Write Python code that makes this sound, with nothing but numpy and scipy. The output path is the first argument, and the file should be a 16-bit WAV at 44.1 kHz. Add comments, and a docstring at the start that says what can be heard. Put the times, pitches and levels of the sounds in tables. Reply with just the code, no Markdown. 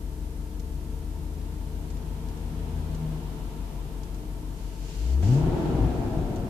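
"""A V8 idles with a soft lope, heard from the driver's seat: its firings boom through the exhaust pipe
and its knocks ring in the cabin. Near the end the throttle is blipped: the intake hisses, the boom
sweeps upward, and the engine runs down with a rough clatter, a burble and a falling alternator whine.
Behind it the fuel pump and fan hum, the trim ticks, and midway another vehicle drones past outside."""
import sys
import numpy as np
from scipy import signal
from scipy.fft import rfft, irfft
from scipy.io import wavfile

SR = 44100
rng = np.random.default_rng(int(sys.argv[2]) if len(sys.argv) > 2 else 0)


def digitize_waveform(pressure):
    """Quantize a signal to 16-bit integers and store it at the path in sys.argv[1].

    Rows of a 2-D input are taken as channels; values are limited to [-1, 1].
    """
    field = np.atleast_2d(pressure).T
    bounded = np.clip(field, -1, 1)
    quanta = np.round(bounded * 32767).astype(np.int16)
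    wavfile.write(sys.argv[1], SR, quanta)


N = 286209
TIME = np.arange(N) / SR
BINS = np.maximum(np.arange(N // 2 + 1) * SR / N, 1)   # Hz

# ring of the cabin's panels and air: (frequency [Hz], width [Hz], lift [dB])
CABIN_MODES = [(194, 24, 1.5), (246, 21, 4), (308, 11, 2), (348, 11, 2.5), (460.2, 11.4, 9.5),
               (656, 40, 5.5), (707, 19, 3.5), (925, 110, 7), (1340, 107, 5), (1650, 360, 3)]
# tone of the exhaust pipe: (frequency [Hz], relative level [dB])
PIPE_COLOUR = [(12, -25), (30, 7), (70, -1), (160, -0.5), (210, -20), (300, -20), (500, -18), (1200, -62)]
# ring of the exhaust pipe: (frequency [Hz], width [Hz], lift [dB])
PIPE_MODES = [(56.8, 26.3, 6.8), (128, 39, 3.7), (162.4, 37, 3.2)]


def from_db(db):
    """Decibels to gain."""
    return 10 ** (np.asarray(db) / 20)


def rms_one(x):
    """Scale to unit power."""
    return x / np.sqrt(np.mean(x ** 2) + 1e-20)


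def tone(turns):
    """A sine of unit power."""
    return np.sqrt(2) * np.cos(2 * np.pi * turns)


def ramp(start_s, length_s):
    """A straight rise from 0 to 1."""
    return np.clip((TIME - start_s) / length_s, 0, 1)


def swell(peak_s, half_s):
    """A smooth rise to 1 and fall again."""
    return np.exp(-((TIME - peak_s) / half_s) ** 2)


def snap(start_s, db, t60):
    """An instant attack that dies by 60 dB in t60 seconds."""
    return from_db(db - 60 * np.maximum(TIME - start_s, 0) / t60) * (TIME >= start_s)


def drift(rate):
    """A smooth random wander through `rate` values a second; spread about 1."""
    knots = rng.standard_normal(int(rate * N / SR) + 8)
    smooth = signal.resample_poly(knots, 8, 1)
    return np.interp(TIME * rate * 8, np.arange(len(smooth)), smooth)


def settling(start, changes):
    """A speed with inertia: after each change it glides toward its new goal."""
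    speed = np.full(N, float(start))
    for s, goal, lag_s in changes:
        i = int(s * SR)
        speed[i:] = goal + (speed[i] - goal) * np.exp(-TIME[:N - i] / lag_s)
    return speed


def over_hz(points):
    """A curve through (Hz, value) points, read at every frequency bin."""
    hz, value = np.transpose(points)
    return np.interp(np.log(BINS), np.log(hz), value)


def resonance_db(at_hz, modes):
    """The lift that resonant peaks give at these frequencies."""
    return sum(peak_db / (1 + (2 * (at_hz - hz) / width) ** 2) for hz, width, peak_db in modes)


def coloured(x, colour, modes=()):
    """Give a sound a broad colour and resonant peaks; unit power."""
    eq_db = over_hz(colour) + resonance_db(BINS, modes)
    return rms_one(irfft(rfft(x) * from_db(eq_db), N))


def diffuse(pair):
    """Two unrelated signals as a sound field: centred in the bass, wide in the treble."""
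    # likeness of the two ears: (frequency [Hz], correlation [0-1])
    likeness = [(60, .93), (130, .86), (280, .72), (620, .64), (1340, .05), (2900, 0)]
    mid, side = rfft(pair)
    alike = np.clip(over_hz(likeness), 0, 1)
    return irfft(np.sqrt(1 + alike) * mid + np.sqrt(1 - alike) * side * [[1], [-1]], N)


def noise():
    """Diffuse white noise."""
    return diffuse(rng.standard_normal((2, N)))


def hum(flutter_db=2):
    """A faint bed of tones from the fuel pump and fan; the higher ones waver more in pitch."""
    # pump and fan tones: (frequency [Hz], level [dB])
    partials = [(146, -54.5), (303, -53.5), (437, -58), (665, -71), (887, -66.5), (935, -72)]
    bed = 0
    for hz, db in partials:
        gain = from_db(db + flutter_db * drift(9))
        bed = bed + gain * tone(hz * (TIME + 5e-4 * drift(2) + 1.2e-4 * drift(22)))
    return bed


def trim_ticks(t60=0.058, gain_db=-2.0):
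    """The cabin trim gives short bright snaps that die at once."""
    # ticks of the trim: (time [s], relative level [dB])
    ticks = [(0.597, -46.5), (1.9025, -47.5), (1.9699, -49), (2.2853, -47), (2.3715, -50), (2.9475, -46.5),
             (4.0322, -46.5), (4.145, -47.5), (5.228, -52), (6.3599, -43.5)]
    # their bright tone: (frequency [Hz], relative level [dB])
    tick_colour = [(500, -21), (2000, -3), (4000, -0.5), (6800, 2), (10000, -14), (15000, -18)]
    envelope = sum(snap(s, db, t60) for s, db in ticks)
    return from_db(gain_db) * envelope * coloured(noise(), tick_colour)


def passing_vehicle(start_hz=67.5, nearest_s=3.04, passing_s=0.88, tyre_db=-42, waver_db=1.0):
    """A drone with tyre noise nears, eases off and recedes, dulled by the closed cabin."""
    # it gathers speed, then slows: (time [s], firing rate it heads for [Hz], lag [s])
    speed_changes = [(0, 82, 1.65), (2.8, 60, 3.4)]
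    # three harmonics, each booming briefly on the way past:
    # (base level [dB], fade with distance [exponent], boom time [s], boom lift [dB])
    harmonics = [(-39, .05, 2.8, 5), (-41, 1.3, 3.07, 11.5), (-47, .9, 2.55, 3)]
    # muffled tyre roar: (frequency [Hz], relative level [dB])
    tyre_colour = [(45, -18), (110, 4), (250, -2.5), (400, -6.5), (560, -13), (780, -12.5), (1050, -15.5),
                   (1400, -24), (1900, -25.5), (3000, -22.5), (5000, -31), (10000, -40)]
    ease_s, drop_db, recede_db_per_s = 2.93, 3, 4.5   # the drone drops, then keeps dying away
    turns = np.cumsum(settling(start_hz, speed_changes)) / SR
    distance = np.hypot(1, (TIME - nearest_s) / passing_s)   # 1 when nearest
    eased_db = drop_db * ramp(ease_s, 0.061) + recede_db_per_s * np.maximum(TIME - ease_s, 0)
    drone = 0
    for k, (db, fade, boom_s, boom_db) in enumerate(harmonics, 1):
        level_db = db - eased_db + boom_db * swell(boom_s, half_s=.19) + waver_db * drift(6)
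        drone = drone + from_db(level_db) / distance ** fade * tone(k * turns + .02 * drift(6))
    tyres = from_db(tyre_db) / distance * coloured(noise(), tyre_colour, CABIN_MODES)
    return drone + tyres


def alternator(cycles, coast, low_hz=600, high_hz=870, level_db=-46.5):
    """Whines fall with the coasting crank and flutter with the belt; the bulkhead passes one band."""
    # belt-driven whines: (order [multiple of the cycle rate], relative level [dB])
    whines = [(38.5, 0), (42.4, -10), (45.8, -5), (49.2, -4)]
    cycle_hz = np.gradient(cycles) * SR
    whine = 0
    for order, db in whines:
        hz = order * cycle_hz
        passed = 1 / np.sqrt((1 + (hz / high_hz) ** 20) * (1 + (low_hz / hz) ** 20))
        whine = whine + passed * from_db(db + 2 * drift(14)) * tone(order * cycles + .05 * drift(25))
    return from_db(level_db) * coast * whine


def intake(pace, airflow_db=-60.5):
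    """Air hisses past the throttle plate at each gulp and with speed, ringing faintly in the duct."""
    # gulps of air: (start [s], attack [s], end [s], release [s], level [dB])
    gulps = [(4.54, .05, 5.21, .02, -58), (4.79, .1, 5.135, .03, -56.5), (5.213, .025, 5.345, .13, -47.6)]
    # airy hiss: (frequency [Hz], relative level [dB])
    intake_colour = [(800, -13), (1900, -6), (2600, -2.5), (3600, -4.5), (4600, -2.5), (7000, -4),
                     (9000, -13), (14000, -23)]
    # ring of the duct: (frequency [Hz], width [Hz], lift [dB])
    duct_modes = [(2930, 320, 4), (4480, 140, 4), (6760, 600, 1)]
    gulping = sum(from_db(db) * (ramp(start, attack_s) - ramp(end, release_s))
                  for start, attack_s, end, release_s, db in gulps)
    envelope = np.hypot(gulping, from_db(airflow_db) * pace)
    return envelope * coloured(noise(), intake_colour, duct_modes)


def throttle():
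    """Each sudden move of the throttle plate gives a short chuff in the manifold."""
    # the plate snaps wide, then claps shut: (time [s], level [dB], t60 [s])
    moves = [(5.227, -33, 0.16), (5.461, -35, 0.043)]
    # hollow chuff: (frequency [Hz], relative level [dB])
    chuff_colour = [(200, -23), (700, 13), (1100, -26), (1550, -9.5), (2200, -12), (6000, -30),
                    (14000, -36)]
    envelope = sum(snap(s, db, t60) for s, db, t60 in moves)
    return envelope * coloured(noise(), chuff_colour)


def knocks(cycles, size=512):
    """The same ragged run of valve and piston knocks comes round every engine cycle."""
    patterns = rng.standard_normal((2, size))
    loops = [rms_one(np.interp(cycles % 1, np.arange(size) / size, p, period=1)) for p in patterns]
    return diffuse(np.array(loops))


def mechanics(cycles, pace, pull, cylinders=8, idle_db=-42, speed_db=-24, load_db=-40.5):
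    """Knocks and noise that surges at each firing ring through the cabin; speed and load add clatter."""
    # dark idle rumble: (frequency [Hz], relative level [dB])
    idle_colour = [(15, -39), (30, 9.5), (55, -9), (100, -5), (150, 0), (200, -8.5), (350, -10),
                   (520, -19.5), (800, -24.5), (1100, -27.5), (1900, -30), (4000, -40), (9000, -60)]
    # rough revving clatter: (frequency [Hz], relative level [dB])
    rev_colour = [(15, 10), (40, 1), (80, -2), (130, 1.5), (200, -5), (350, 1), (520, -12), (750, -13),
                  (1100, -22), (1900, -30), (3000, -30.5), (5000, -38.5), (8000, -45), (14000, -76)]
    # a throb at each firing, and a gentler one each cycle
    surge = 1 + 0.17 * np.cos(2 * np.pi * cylinders * cycles) + 0.056 * np.cos(2 * np.pi * cycles)
    rumble = coloured(noise() * surge + from_db(-6.5) * knocks(cycles), idle_colour, CABIN_MODES)
    clatter = coloured(noise() * surge + from_db(-12.5) * knocks(cycles), rev_colour, CABIN_MODES)
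    clatter_gain = np.hypot(from_db(speed_db) * pace ** 1.19, from_db(load_db) * pull)
    return from_db(idle_db) * rumble + clatter_gain * clatter


def burble(cycles, pace, coast, cylinders=8, scatter=.15, floor_db=-35.5):
    """On the overrun each firing comes with its own strength and a little off time, thudding the pipe."""
    # bouts of weak, uneven firings: (time [s], level [dB], half length [s])
    bouts = [(5.47, -29, 0.066), (5.83, -25, 0.11), (6.2, -30.5, .06)]
    swells = sum(from_db(db) * swell(s, half_s) for s, db, half_s in bouts)
    envelope = np.hypot(swells, from_db(floor_db) * pace * coast)
    fires = np.diff(np.floor(cylinders * cycles + scatter * drift(90)), prepend=0) > 0
    puffs = coloured(fires * rng.standard_normal(N), PIPE_COLOUR, PIPE_MODES)
    return envelope * puffs / np.std(puffs[coast > 0])


def exhaust_lope(cycles, revved, cylinders=8, dispersion=.05, level_db=-43, rev_lift_db=12):
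    """Unequal cylinders add tones that swell together once a cycle at idle."""
    # lope tones: (order [multiple of the cycle rate], idle weight [dB], revved weight [dB])
    orders = [(2, -25, -5), (3, -12, 0), (4, -15, -12), (5, -11, -11), (6, -7, -2), (7, 0, -3),
              (9, -13, -9), (10, -11, -12), (12, -10, -12), (13, -14, -7), (14, -22, -8), (16, -9, -10),
              (18, -20, -8), (24, -8, -13)]
    lope, power = 0, 0
    for order, idle_db, rev_db in orders:
        gain = from_db(idle_db + revved * (rev_db - idle_db))
        # the pipe delays each order differently; at speed its echoes pull them right out of step
        lag = dispersion * (order - cylinders) ** 2 + revved * rng.random()
        waver = (.025 + .12 * revved) * drift(14)
        lope = lope + gain * tone(order * cycles + lag + waver)
        power = power + gain ** 2
    shudder_db = 8 * swell(peak_s=5.24, half_s=.06)   # as the throttle snaps wide
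    return from_db(level_db + rev_lift_db * revved + shudder_db) * lope / np.sqrt(power)


def exhaust_boom(cycles, revved, pull, coast, cylinders=8, base_db=-40.5, growl_db=-18):
    """Eight firings a cycle make a note that booms as it sweeps through the pipe's resonances."""
    firings = cylinders * cycles
    firing_hz = np.gradient(firings) * SR
    load_db = 15.5 * pull - 11 * coast
    flicker_db = (.5 + 1.5 * revved) * drift(25)
    note = tone(firings) + revved * from_db(growl_db) * tone(2 * firings)   # harder firings are sharper
    return from_db(base_db + load_db + flicker_db + resonance_db(firing_hz, PIPE_MODES)) * note


def scene(idle_rpm=698, top_rpm=2700):
    """Crank speed and load drive the engine amid the cabin's sounds; the bass leans to the left."""
    # the throttle sends the crank toward a new speed: (time [s], goal [rpm], lag [s])
    speed_changes = [(1.4, 726, .3), (2.8, 698, .15), (4.97, 1300, .26), (5.21, 2950, .19),
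                     (5.6, 700, 1.22)]
    # stereo tilt at the seat: (frequency [Hz], left minus right [dB])
    balance = [(50, 6.5), (110, 4), (200, 2.5), (370, 1), (670, -0.8), (1230, -0.5), (2260, 2), (4130, 2.3),
               (8000, -7), (13000, 0)]
    rpm = settling(idle_rpm, speed_changes)
    cycles = np.cumsum(rpm / 120) / SR   # two turns to a four-stroke cycle
    cycles = cycles - np.interp(4.485, TIME, cycles)   # the engine cycle is at phase zero at this moment
    revved = np.clip((rpm - 750) / 1000, 0, 1)   # blend from idle tone to revved tone
    pace = np.maximum(rpm - idle_rpm, 0) / (top_rpm - idle_rpm)   # 0 at idle, 1 at top speed
    coast = ramp(start_s=5.37, length_s=.17)   # the throttle shuts
    pull = ramp(start_s=4.925, length_s=.25) - coast   # the engine pulls hard during the blip
    tailpipe = exhaust_boom(cycles, revved, pull, coast) + exhaust_lope(cycles, revved)
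    tailpipe = tailpipe + burble(cycles, pace, coast)
    engine_bay = mechanics(cycles, pace, pull) + alternator(cycles, coast) + intake(pace) + throttle()
    cabin = tailpipe + engine_bay + hum() + trim_ticks() + passing_vehicle()
    return irfft(rfft(cabin) * from_db(over_hz(balance) * [[.5], [-.5]]), N)


def record(dry, hiss_db=-54.5, low_hz=30, high_hz=14500):
    """The microphones drop the deepest bass and add their own hiss; the top is cut steeply."""
    # nearly flat hiss: (frequency [Hz], relative level [dB])
    hiss_colour = [(500, -2), (2000, -1.5), (5000, -2), (9000, -2.5), (14500, -3.5)]
    hiss = from_db(hiss_db) * coloured(rng.standard_normal((2, N)), hiss_colour)
    edge_fade = np.clip(np.minimum(TIME, TIME[-1] - TIME) / .004, 0, 1)
    low_cut = 1 / np.sqrt(1 + (low_hz / BINS) ** 6)
    high_cut = np.clip((high_hz - BINS) / 100 + .5, 0, 1)
    return irfft(rfft(dry * edge_fade + hiss) * low_cut * high_cut, N)


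dry = scene()
out = record(dry)
digitize_waveform(out)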